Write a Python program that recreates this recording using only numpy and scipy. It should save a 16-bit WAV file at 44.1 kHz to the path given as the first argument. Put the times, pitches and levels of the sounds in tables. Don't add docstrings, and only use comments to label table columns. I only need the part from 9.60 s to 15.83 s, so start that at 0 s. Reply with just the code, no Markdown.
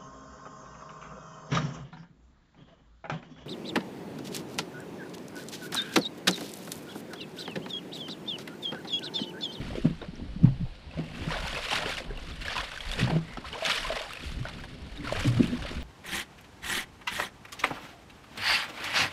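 import sys
import numpy as np
from scipy import signal
from scipy.fft import rfft, irfft
from scipy.io import wavfile
from scipy.ndimage import uniform_filter1d

SR = 44100
rng = np.random.default_rng(int(sys.argv[2]) if len(sys.argv) > 2 else 0)


def amplitude_ratio(level_db):
    exponent = np.asarray(level_db, float) / 20
    return 10 ** exponent


def inscribe(sig):
    pcm = np.round(np.clip(np.atleast_2d(sig).T, -1, 1) * 32767)
    wavfile.write(sys.argv[1], SR, pcm.astype(np.int16))


N = 274743

# time in seconds, swish level in dB,
# water depth as gurgle in dB above the swish.
STRIDE_LEVELS = [(0.0, -49.5, 1.5), (0.22, -49.5, -9), (0.47, -63, 1.5), (1.27, -67.5, 8.5),
                 (1.45, -54.5, 0.5), (1.62, -45.5, -3), (1.87, -39.5, -7.5), (2.15, -37.5, -9.5),
                 (2.24, -41, 2.5), (2.41, -50, -4), (2.5, -56.5, 7), (2.68, -47.5, -9.5), (2.8, -51, -8),
                 (2.93, -43, -11), (3.1, -46, -12), (3.36, -40, -10), (3.56, -56.5, -9), (3.68, -53.5, 0.5),
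                 (3.8, -55.5, 0.5), (4.08, -37.5, -5.5), (4.22, -38, -6), (4.5, -45.5, -3),
                 (4.7, -48, -10.5), (4.8, -51, -8.5), (5.14, -53.5, -8), (5.41, -54, -4), (5.64, -39, -10),
                 (5.74, -45, -7), (5.9, -46, -10.5), (6.0, -46, -9), (6.11, -46.5, -7), (6.23, -48, -3.5)]
# start in seconds, nominal level in dB, decay time constant
# in seconds, brightness as treble in dB above the middle, water depth as gurgle in dB above the swish.
BOOT_SURGES = [(0.0144, -48, 0.018, -4, -7), (0.154, -28.5, 0.024, -8, -18), (0.2478, -31.5, 0.018, -4, 11),
               (0.413, -31, 0.025, -17, 2.5), (0.5546, -55, 0.02, -4, -7), (0.846, -31.5, 0.02, -7, 8),
               (1.1443, -33, 0.012, -8, -15), (1.3119, -39, 0.059, -10, 1.5), (1.3738, -30, 0.017, -10, -4),
               (1.5488, -32, 0.025, 2, -9), (1.707, -22, 0.066, -19, -0.5), (1.8694, -41, 0.02, -4, -10),
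               (1.928, -25, 0.018, -10, -9), (1.9614, -21, 0.022, -12, -6), (2.1066, -8, 0.04, -2.5, -13),
               (2.1374, -20, 0.021, 0, -21), (2.178, -26.5, 0.016, -14, 8), (2.2094, -27, 0.034, -9, 2),
               (2.2583, -16, 0.013, 1, -4), (2.2864, -18, 0.04, -1, -20), (2.305, -30, 0.033, -14, -30),
               (2.3695, -15.5, 0.022, -2.5, -13.5), (2.5057, -47, 0.02, -4, -2),
               (2.574, -40, 0.028, -11, 8), (2.6794, -27, 0.023, -19, -32), (2.8065, -24, 0.016, -1, -13),
               (2.8504, -20.5, 0.018, -4, -9), (2.8805, -21, 0.046, -15, -15), (2.898, -27, 0.066, -12, -7),
               (2.9562, -23.5, 0.035, -1, -9), (2.975, -24.5, 0.054, -7, -6), (3.0294, -22, 0.03, -3, -17),
               (3.1173, -28, 0.02, -4, -5), (3.2061, -39, 0.012, -4, -2.5), (3.2705, -47, 0.022, -4, -7),
               (3.314, -23, 0.031, 5.5, -7), (3.374, -16.5, 0.031, -7, -10),
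               (3.396, -14.5, 0.023, 0.5, -18), (3.4294, -25.5, 0.039, -17, -10),
               (3.4694, -33.5, 0.044, 0, 10), (3.498, -31, 0.041, 0, 10), (3.5384, -31.5, 0.029, -7, -18),
               (3.77, -17.5, 0.0075, -14, -7), (3.846, -27.5, 0.066, -3, -7),
               (3.929, -32.5, 0.066, -14, 4.5), (4.0023, -43, 0.022, -4, -5), (4.0487, -10, 0.027, -4, -23),
               (4.0734, -16.5, 0.026, -4, -17), (4.0966, -16, 0.041, -3, -14), (4.14, -22, 0.066, 0, -19),
               (4.2494, -45, 0.026, -2, -2), (4.3011, -29, 0.036, -4, 1), (4.349, -14.5, 0.012, -4, -11),
               (4.4179, -36, 0.022, -4, 9), (4.5331, -44, 0.015, -1, -17), (4.571, -48, 0.017, -4, -13),
               (4.6344, -29, 0.066, 4, -35), (4.8494, -30, 0.054, -6, 1.5), (5.035, -31, 0.013, 7, 3),
               (5.0774, -43, 0.019, -4, -12), (5.439, -27.5, 0.038, -4, 1.5),
               (5.472, -25.5, 0.055, -7, -10), (5.5186, -20.5, 0.015, 7, -1), (5.5518, -24, 0.038, -4, 1),
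               (5.5894, -31.5, 0.029, 12.5, -3), (5.6594, -28, 0.038, 10, -5), (5.7594, -28, 0.037, -4, 0),
               (5.8177, -25.5, 0.036, 3, -16), (5.8716, -54, 0.019, -4, -9), (5.9394, -50, 0.022, 0, -7),
               (6.0222, -25.5, 0.046, -4, -5), (6.058, -27, 0.05, -12, -8), (6.1689, -25.5, 0.012, -8, -10)]
SURGE_RISE_S, SURGE_GAIN_DB = 0.007, -12.5
FULL_PER_DEPTH, FULL_DB = 0.45, 4
BRIGHT_PER_DB, STROLL_DB = -0.05, -40
# frequency in Hz, relative density in dB per Hz.
SWISH_SPECTRUM = [(410, -32), (700, -8.5), (839, -13.5), (1120, -4), (1690, -1.5), (2140, -2), (2880, -3.5),
                  (3240, -4.5), (3590, -3.5), (3930, -7.5), (4420, -7), (5960, -17), (10500, -18.5),
                  (13500, -29.5), (15600, -49)]
# frequency in Hz, relative density in dB per Hz.
SLOSH_SPECTRUM = [(250, -38.5), (420, -7), (560, -2), (635, -3.5), (720, -4.5), (1100, -8.5), (1600, -49)]
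# start in seconds, nominal level in dB, pitch in Hz,
# wide crack and treble snap, both in dB relative to that level before their band filters.
SPRAY_DROPS = [(0.0144, -32, 2260, -12, -17), (0.154, -34, 3210, -4, -26), (0.2478, -33, 1130, -6, -29),
               (0.4155, -31, 1460, -10, -32), (0.8365, -39, 1210, 0, -29),
               (1.3119, -35.5, 2600, -13, -22.5), (1.3738, -42, 2140, -4, -35),
               (1.3867, -32, 2270, -4, -35), (1.4865, -36, 2190, -12, -26), (1.5474, -35, 2620, -11, -24),
               (1.6856, -28, 1300, -7, -33), (1.7055, -23, 1820, -2.5, -33),
               (1.7399, -19.5, 1480, -19, -30), (1.7883, -24, 1440, -4, -32),
               (1.8736, -22.5, 1515, -6, -14), (1.928, -27, 3320, -7, -24), (1.9614, -21, 2600, -12, -39),
               (2.0657, -34, 2780, -4, -24), (2.0857, -25, 2670, 2, -21), (2.1046, -22, 2600, -4, -26),
               (2.2253, -28, 3740, -14, -11), (2.2608, -32.5, 2630, -15, -17),
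               (2.2952, -24.5, 2270, 0, -23), (2.3695, -22.5, 2860, -4, -24), (2.5062, -31, 1610, -16, -24),
               (2.574, -29.5, 2760, -15.5, -15), (2.7197, -32, 3440, -16, -24),
               (2.8065, -36, 1940, -8, -27), (2.8205, -29, 2740, -9, -17), (2.8489, -29, 2930, -16, -26),
               (2.8814, -16, 1680, -10, -27), (2.9562, -23.5, 1120, -4, -24), (2.9791, -16, 2490, -7, -26),
               (3.1173, -25.5, 1510, -2, -30), (3.1383, -31, 1320, -4, -24), (3.1612, -28, 1690, -6, -29),
               (3.1752, -21.5, 1550, -8, -20), (3.2061, -24, 3260, -14, -24), (3.236, -32, 2050, -8, -26),
               (3.2705, -32, 1960, -2, -28), (3.3149, -20.5, 3400, 1, -13), (3.3358, -19.5, 3650, -8, -24),
               (3.3657, -37, 1640, -17, -29), (3.3942, -24, 2580, 0, -24), (3.5658, -35, 1410, -2, -24),
               (3.68, -38, 1910, -8, -24), (3.7234, -36, 1360, -8, -24), (3.7359, -33, 1800, 0, -28),
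               (3.7723, -24, 1310, -10, -37), (3.8526, -26.5, 1300, -21, -27), (3.8771, -40, 3120, -9, -37),
               (3.9285, -23.5, 2980, -7, -27), (3.9794, -37, 2150, -16, -26), (4.0023, -36, 1950, -16, -27),
               (4.0362, -27, 2260, -11, -37), (4.0507, -17, 3540, -1, -16), (4.0966, -23, 2550, 6, -24),
               (4.141, -33, 3540, -4, -20), (4.3006, -69, 2520, -14, -26), (4.3136, -32, 2030, -12, -32),
               (4.3745, -22, 2030, -16, -36), (4.4169, -29, 2850, 4, -26), (4.4672, -41, 2770, -11, -27),
               (4.5062, -25.5, 1270, -10, -31), (4.5336, -29, 2770, 0, -5), (4.555, -30, 2460, -7, -14),
               (4.571, -26, 2560, -6, -26), (4.6059, -33, 2490, -6, -24), (4.6344, -31, 3360, -3, -24),
               (4.7177, -38, 2200, 6, -22), (4.8294, -33, 1140, -3, -28), (4.8534, -21, 1470, -20, -30),
               (4.8858, -32, 1340, 3, -38), (5.037, -29, 1660, -6, -29), (5.3747, -29.5, 3760, -14, -20),
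               (5.4061, -32, 2140, -16, -24), (5.4331, -34, 1820, -14, -24), (5.453, -31, 1520, -10, -26),
               (5.4725, -24.5, 1350, -10, -22), (5.5513, -23, 1610, -8, -24), (5.8177, -36, 2520, -4, -24),
               (5.8316, -25, 2550, -12, -24), (5.8716, -32.5, 2920, 4.5, -3), (6.0222, -28, 1550, -4, -21),
               (6.1684, -36, 1570, -2, -29)]
SPLAT_TONE_DB, SPLAT_T60_S = -4.5, 0.026
# start in seconds, nominal level in dB, first pitch in Hz,
# t60 in seconds, fraction by which the mean pitch since the start has risen at t60.
AIR_POCKETS = [(0.105, -31, 556, 0.045, 0.1), (0.131, -29.5, 643, 0.022, 0.5),
               (0.154, -20, 420, 0.025, 0.6), (0.417, -32.5, 3700, 0.022, 0.02),
               (0.417, -35.5, 456, 0.14, 0.1), (0.555, -42.5, 5370, 0.02, 0.24),
               (1.332, -43, 545, 0.1, 0.07), (1.373, -33, 567, 0.12, 0.6), (1.706, -26.5, 950, 0.059, 0.23),
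               (1.762, -30, 634, 0.11, 0), (1.929, -32, 645, 0.05, 0), (2.118, -32, 524, 0.04, 0.13),
               (2.139, -31, 1170, 0.034, 0.1), (2.193, -37, 591, 0.37, 0.18),
               (2.261, -21.5, 412, 0.051, 0.03), (2.295, -25, 457, 0.02, 0.4), (2.404, -28, 520, 0.045, 0),
               (2.506, -28.5, 412, 0.063, 0), (2.955, -22.5, 1126, 0.039, 0.24),
               (2.966, -20, 980, 0.03, 0.05), (2.989, -27, 992, 0.12, 0.6), (3.027, -31.5, 573, 0.048, 0),
               (3.389, -23, 453, 0.048, 0.1), (3.772, -28, 685, 0.036, 0.64),
               (3.844, -29.5, 1035, 0.045, 0.05), (4.023, -22.5, 648, 0.098, 0),
               (4.074, -29, 760, 0.046, 0.05), (4.099, -20, 1130, 0.029, 0.1),
               (4.249, -24.5, 1025, 0.064, 0.03), (4.303, -18, 640, 0.065, 0),
               (4.324, -22.5, 637, 0.056, 0), (4.409, -25, 630, 0.051, 0), (4.468, -32.5, 766, 0.036, 0.14),
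               (4.853, -26, 630, 0.025, 0.1), (5.471, -31, 1350, 0.039, 0.1),
               (5.495, -27, 1010, 0.049, 0.05), (5.524, -14, 590, 0.029, 0.08),
               (5.644, -25, 536, 0.059, 0.23), (6.051, -25.5, 566, 0.037, 0)]
# start in seconds, length in seconds, first pitch in Hz,
# last pitch in Hz, level in dB before the ends are tapered.
RUBBER_SQUEAKS = [(1.277, 0.55, 2700, 2727, -59.5), (2.813, 0.024, 1286, 2850, -47),
                  (2.847, 0.022, 1367, 2940, -36), (3.626, 0.17, 2020, 2030, -52),
                  (4.977, 0.041, 880, 2770, -49.5), (5.935, 0.018, 1400, 2320, -47),
                  (5.944, 0.034, 955, 1190, -49)]
SQUEAK_WIDTH_HZ = 140
# frequency in Hz, relative level in dB, t60 in seconds.
BOX_MODES = [
    [(122.9, -11.5, 0.17), (126.8, -27, 0.39)],
    [(165.6, 3, 0.1), (162.7, -1, 0.057), (191.4, -6.5, 0.23)],
    [(223.4, -3.5, 0.28), (242.8, 8, 0.071), (256.5, -7, 0.1), (288.4, 2, 0.13)],
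    [(340.5, 2.5, 0.11), (401, -0.5, 0.11), (498, 0, 0.036), (630, -5, 0.052)],
]
# time in seconds, nominal level in dB, place struck on the scale of faces 0-3
# (it may lie beyond either end), dB lost one face away, growing with distance squared.
BOX_BLOWS = [(0.175, -25, 3.5, 3.8), (0.247, -16, 2.1, 11), (0.3, -32.5, 2.4, 14), (0.418, -34, 3.5, 4.4),
             (0.528, -39, 2, 7.2), (0.59, -37.5, 2.5, 17), (0.613, -35.5, 1.6, 9), (0.659, -42, 0.4, 14),
             (0.823, -22, 0.5, 11), (0.836, -10.5, 0.8, 5), (0.879, -29, 1.5, 5.6), (1.004, -37, 1.5, 5),
             (1.386, -27.5, 2.2, 4.9), (1.418, -32, 5, 3.2), (1.669, -35.5, 2, 2.5), (1.833, -35.5, .8, 12),
             (1.934, -41, 1.5, 1.8), (2.126, -39, 2.6, 1.7), (2.255, -28, 4, 6), (2.412, -30.5, 4, 11),
             (2.499, -31.5, -1, 11.5), (3.421, -20.5, 0.5, 10), (3.443, -37, 0.5, 3.8),
             (3.469, -34, 0.5, 3.6), (3.49, -33, 2, 3.7), (3.508, -26.5, 3.5, 4.9), (3.527, -29, 3, 6),
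             (3.556, -26, 2.7, 3.8), (3.58, -36, 4, 6.4), (3.775, -35.5, 2.5, 2.4), (4.076, -37, 1.5, 15),
             (4.63, -39.5, 2.3, 2.5), (4.712, -39.5, 1, 2.7), (4.803, -31, 0.5, 31), (4.824, -54, -4, 15),
             (5.398, -36, 1.5, 7.8), (5.438, -36, 2, 13), (5.653, -22, 1.75, 6.6), (5.69, -39, 5, 16),
             (5.747, -32, 0.5, 16), (5.798, -12, 2, 11.4), (5.834, -35, 2.3, 1.5), (5.927, -30, 3.5, 5.3),
             (6.107, -34, 3, 5.1), (6.158, -35, 1.3, 4.5)]
SCUFF_DB, SCUFF_RISE_S, SCUFF_FALL_S = -23, 0.015, 0.025
# time of the peak in seconds,
# peak in dB, pitch in Hz, swell time in seconds, t60 in seconds.
BOX_DRAGS = [(0.258, -16, 162.7, 0.0042, 0.16), (0.31, -24.5, 164.5, 0.014, 0.16),
             (0.49, -31.5, 180, 0.0064, 0.079), (0.765, -26.5, 187, 0.0038, 0.065),
             (0.885, -21.5, 133, .015, 0.26), (0.921, -28, 121, .012, 0.087),
             (1.015, -25.5, 174, 0.011, 0.11), (1.04, -23, 128, 0.012, 0.068),
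             (1.399, -24.5, 160.3, 0.023, 0.15), (1.679, -26.5, 160.4, 0.0062, 0.1),
             (3.533, -21, 161.6, 0.014, 0.31), (3.565, -19, 162.3, 0.0093, 0.15),
             (3.447, -20, 138, 0.0048, 0.087), (4.81, -28.5, 123, .01, 0.15), (5.41, -36, 292, 0.023, 0.24),
             (5.51, -37.5, 123, 0.04, .2), (5.665, -16.5, 284, 0.0089, 0.051),
             (5.685, -17, 121, 0.013, 0.24), (5.785, -23.5, 121, .03, 0.13),
             (5.806, -23.5, 343, 0.0076, 0.091), (5.844, -31, 240, .008, .15),
             (5.935, -22, 243, 0.018, 0.12)]
# time in seconds, microphone rumble in dB, box rubbing in dB.
HANDLING_LEVELS = [(0.0, -44, -35.5), (0.29, -43, -51), (0.62, -49, -45.5), (0.9, -40, -44),
                   (1.07, -36, -55), (1.21, -52, -53.5), (1.37, -62, -49), (1.61, -59, -38.5),
                   (1.79, -37, -49), (2.19, -52, -48), (2.71, -42, -47), (3.12, -55, -53),
                   (3.26, -41.5, -55.5), (3.4, -39, -38), (3.52, -43, -43), (3.83, -61, -52.5),
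                   (4.15, -61, -52), (4.29, -43, -46.5), (4.42, -51, -56), (4.67, -48, -54),
                   (4.82, -41, -42.5), (5.27, -53.5, -47), (5.6, -39, -40.5), (5.79, -36.5, -33.5),
                   (5.97, -47, -36.5), (6.23, -38, -41)]
# frequency in Hz, relative density in dB per Hz.
RUMBLE_SPECTRUM = [(10, -3.5), (25, 7.5), (45, -5), (65, -2.5), (90, -9.5), (140, -33)]
# start in seconds,
# nominal level in dB, pitch in Hz.
RUMBLE_THUMPS = [(0.033, -44, 58.4), (0.101, -39, 48.5), (0.206, -37, 33), (0.405, -57, 43.3),
                 (0.612, -37.5, 78), (0.666, -45, 98), (0.679, -35.5, 47.7), (0.815, -37, 76),
                 (0.995, -32, 76), (1.261, -40, 71), (1.35, -38, 69), (1.611, -35.5, 81),
                 (1.649, -39, 43.4), (1.751, -34, 45), (1.825, -41, 58.3), (2.222, -46, 33),
                 (2.477, -33, 34.3), (2.682, -43, 57.4), (2.774, -37.5, 44.7), (2.856, -39.5, 71),
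                 (2.984, -38.5, 44.4), (3.276, -35, 34.4), (3.401, -33.5, 96), (3.727, -41, 40.4),
                 (3.856, -42, 65.5), (4.18, -43, 32), (4.257, -37, 39), (4.654, -34, 68.5),
                 (4.75, -34.5, 58.4), (5.024, -49.5, 43), (5.214, -39.5, 70), (5.31, -38.5, 49.4),
                 (5.535, -40, 96.5), (5.569, -31.5, 92), (5.746, -33, 101), (5.985, -36.5, 48),
                 (6.158, -32.5, 63)]
THUMP_CYCLES = 1.68
# frequency in Hz, relative density in dB per Hz.
NIGHT_SPECTRUM = [(180, -10), (300, -4), (366, -11.5), (610, -8), (1020, -12), (1280, -7), (4360, -8),
                  (6270, -25), (10800, -32), (15600, -66)]
NIGHT_DB = -57.5
# frequency in Hz, width in Hz, gain in dB.
HOUSING_RESONANCES = [(665, 125, 0.5), (1660, 120, -0.5), (2020, 130, -1), (2940, 560, 2), (3540, 76, -1.5),
                      (4460, 130, 0), (5540, 480, 2), (8220, 470, 4), (10900, 470, 0)]
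EDGE_HZ = 15400


def evened(x):
    return x / np.sqrt(np.mean(x ** 2) + 1e-20)


def curve(rows, column):
    rows = np.array(rows)
    return np.interp(np.arange(N) / SR, rows[:, 0], rows[:, column])


def coloured(x, points):
    hz = np.abs(np.fft.fftfreq(8192, 1 / SR))
    f, db = np.transpose(points)
    gain_db = np.interp(np.log(hz + 1), np.log(f + 1), db, -90, -100)
    log_gain = np.log(amplitude_ratio(gain_db))
    taps = np.fft.ifft(np.exp(np.conj(signal.hilbert(log_gain)))).real[:4096]
    return evened(signal.oaconvolve(x, taps)[:len(x)])


def add(mix, s, sound):
    part = mix[round(s * SR):][:len(sound)]
    part += sound[:len(part)]


def lumps(per_s, depth_db):
    size = max(int(SR / per_s), 2)
    smooth = uniform_filter1d(uniform_filter1d(rng.standard_normal(N), size), size)
    return amplitude_ratio(depth_db * evened(smooth))


def swells(times, heights, rise_s, falls_s):
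    out = np.zeros((np.shape(heights)[1], N))
    for s, height, fall_s in zip(times, heights, falls_s):
        t = np.arange(int(min(8 * fall_s, 1) * SR)) / SR
        for layer, h in zip(out, height):
            add(layer, s, h * (1 - np.exp(-t / rise_s)) * np.exp(-t / fall_s))
    return out


def droplets(low_hz, high_hz, cycles, per_s, spread_db, rise, count=24):
    kind = rng.integers(0, count, N)
    size = amplitude_ratio(spread_db * np.minimum(rng.exponential(1, N), 4))
    size = size * (rng.random(N) < per_s / SR) * rng.choice([-1, 1], N)
    out = np.zeros(N)
    for k, hz in enumerate(np.geomspace(low_hz, high_hz, count)):
        u = np.arange(int(4 * cycles * SR / hz)) * hz / SR
        tone = np.sin(2 * np.pi * u * (1 + rise * u / cycles))
        grain = tone * np.exp(-u / cycles) * (1 - np.exp(-u / 0.05))
        out += signal.oaconvolve(size * (kind == k), grain * np.sqrt(hz) / np.linalg.norm(grain))[:N]
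    return evened(out)


def wading():
    def layers(db, bright_db, depth_db):
        return amplitude_ratio([db, db + bright_db, db + FULL_DB + FULL_PER_DEPTH * depth_db, db + depth_db])
    s, db, fall_s, bright_db, depth_db = np.transpose(BOOT_SURGES)
    heights = layers(db + SURGE_GAIN_DB, bright_db, depth_db).T
    surges = swells(s, heights, SURGE_RISE_S, fall_s)
    stride_db = curve(STRIDE_LEVELS, 1)
    stride_bright_db = BRIGHT_PER_DB * (stride_db - STROLL_DB)
    return np.hypot(layers(stride_db, stride_bright_db, curve(STRIDE_LEVELS, 2)), surges)


def swish():
    hiss = rng.standard_normal(N)
    crackle = droplets(815, 14300, cycles=0.59, per_s=3000, spread_db=1.2, rise=0.018)
    drips = droplets(894.4, 7040, cycles=8.5, per_s=2800, spread_db=3.5, rise=0.033, count=40)
    clumps = lumps(30, 0.5) * lumps(140, 1.9)
    water = 0.5 * hiss + 0.33 * crackle + 0.43 * drips
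    sound = coloured(water * clumps, SWISH_SPECTRUM)
    top = signal.sosfiltfilt(signal.butter(3, 5800, "high", fs=SR, output="sos"), sound)
    low = signal.sosfiltfilt(signal.butter(2, 1700, "low", fs=SR, output="sos"), sound)
    middle_gain, top_gain, low_gain, _ = wading()
    return middle_gain * (sound - top - low) + top_gain * top + low_gain * low


def slosh():
    bubbles = droplets(377.4, 1153, cycles=4.2, per_s=500, spread_db=2.0, rise=0.03, count=16)
    clumps = lumps(30, 1.8)
    gurgle = coloured((bubbles + 0.13 * rng.standard_normal(N)) * clumps, SLOSH_SPECTRUM)
    return wading()[-1] * gurgle


def splats():
    out, noise = np.zeros(N), rng.standard_normal((len(SPRAY_DROPS), 2, 2000))
    t = np.arange(2000) / SR
    wide = signal.butter(2, [1100, 4800], "band", fs=SR, output="sos")
    treble = signal.butter(2, [6000, 12500], "band", fs=SR, output="sos")
    for (s, db, hz, crack_db, snap_db), (a, b) in zip(SPRAY_DROPS, noise):
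        tone = np.sin(2 * np.pi * hz * t) * amplitude_ratio(-60 * t / SPLAT_T60_S) * (1 - np.exp(-t / 0.00035))
        crack = signal.sosfilt(wide, np.sign(a) * np.exp(-t / 0.0018))
        snap = signal.sosfilt(treble, np.sign(b) * np.exp(-t / 0.00057))
        add(out, s, amplitude_ratio(db) * (amplitude_ratio(SPLAT_TONE_DB) * tone + amplitude_ratio(crack_db) * crack + amplitude_ratio(snap_db) * snap))
    return out


def plops():
    out, t = np.zeros(N), np.arange(6000) / SR
    for s, db, hz, t60, rise in AIR_POCKETS:
        tone = np.sin(2 * np.pi * hz * t * (1 + rise * t / t60))
        attack = 1 - np.exp(-t / 0.00019)
        add(out, s, 0.74 * amplitude_ratio(db - 60 * t / t60) * attack * tone)
    return out


def squeaks():
    out = np.zeros(N)
    for s, length, first_hz, last_hz, db in RUBBER_SQUEAKS:
        size = int(length * SR)
        a, b = uniform_filter1d(rng.standard_normal((2, SR))[:, :size], int(SR / SQUEAK_WIDTH_HZ / 2), 1)
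        carrier = np.exp(2j * np.pi * np.cumsum(np.geomspace(first_hz, last_hz, size)) / SR)
        tone = evened((carrier * (a + 1j * b)).real)
        add(out, s, amplitude_ratio(db) * tone * signal.windows.tukey(size, 0.6))
    return out


def ring(hz, db, t60, lead=0., turn=0.):
    t = np.arange(SR // 2) / SR - lead
    return amplitude_ratio(db - 60 * np.maximum(t, 0) / t60) * np.cos(2 * np.pi * (hz * t - turn))


def knocks():
    out, t, lead = np.zeros(N), np.arange(SR // 2) / SR, 0.03
    number = np.arange(len(BOX_MODES))
    contact_s = 0.012 * 0.96 ** number[:, None]
    swell = np.exp(-(np.maximum(lead - t, 0) / contact_s) ** 2) * np.minimum(t / 0.006, 1) ** 2
    faces = np.array([sum(ring(*mode, lead, 0.22 * k) for mode in face) for k, face in enumerate(BOX_MODES)])
    faces *= swell
    faces /= np.abs(faces).max(1, keepdims=True)
    for s, db, place, db_per_face in BOX_BLOWS:
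        face_db = db + 2.0 - db_per_face * (number - place) ** 2
        add(out, s + 0.00841 - lead, amplitude_ratio(face_db) @ faces)
    return out


def drags():
    out, lead = np.zeros(N), 0.1
    t = np.arange(SR // 2) / SR - lead
    for s, db, hz, swell_s, t60 in BOX_DRAGS:
        swell = np.exp(-(np.minimum(t, 0) / swell_s) ** 2)
        add(out, s - lead, ring(hz, db, t60, lead) * swell)
    return out


def rubbing():
    body = sum(amplitude_ratio(-3.5 * k) * ring(*mode, 0, 1 / 4) for k, face in enumerate(BOX_MODES) for mode in face)
    soft = signal.butter(2, 900, "low", fs=SR, output="sos")
    friction = signal.sosfilt(soft, rng.standard_normal(N)) * lumps(35, 3.)
    rub = evened(signal.oaconvolve(friction, body)[:N])
    s, db = np.transpose(BOX_BLOWS)[:2]
    scuffs = swells(s - SCUFF_RISE_S, amplitude_ratio(db + SCUFF_DB)[:, None], SCUFF_RISE_S, SCUFF_FALL_S + 0 * s)[0]
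    return np.hypot(amplitude_ratio(curve(HANDLING_LEVELS, 2)), scuffs) * rub


def rumble_thumps():
    out = np.zeros(N)
    for s, db, hz in RUMBLE_THUMPS:
        u = np.arange(int(6 * SR / hz)) * hz / SR
        envelope = np.exp(-u / THUMP_CYCLES) * (1 - np.exp(-u / 0.61))
        add(out, s, amplitude_ratio(db) * 2.86 * np.sin(2 * np.pi * u) * envelope)
    return out


def rumble():
    uneven = rng.standard_normal(N) * lumps(18, 0.6) * lumps(18, 1.1)
    return amplitude_ratio(curve(HANDLING_LEVELS, 1)) * coloured(uneven, RUMBLE_SPECTRUM)


def night():
    return amplitude_ratio(NIGHT_DB) * coloured(rng.standard_normal(N), NIGHT_SPECTRUM)


def scene():
    water = swish() + slosh() + splats() + plops() + squeaks()
    box = knocks() + drags() + rubbing()
    return (water + box + rumble_thumps() + rumble() + night())[None]


def band_limit(x):
    return signal.sosfilt(signal.butter(12, 15710, fs=SR, output="sos"), x)


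def record(dry):
    hz = np.fft.rfftfreq(N, 1 / SR)
    colour_db = sum(db / (1 + (2 * (hz - f) / width) ** 2) for f, width, db in HOUSING_RESONANCES)
    colour = amplitude_ratio(colour_db) / np.sqrt(1 + (hz / EDGE_HZ) ** 60)
    mix = irfft(rfft(dry) * colour, N)
    return band_limit(mix)


dry = scene()
out = record(dry)
inscribe(out)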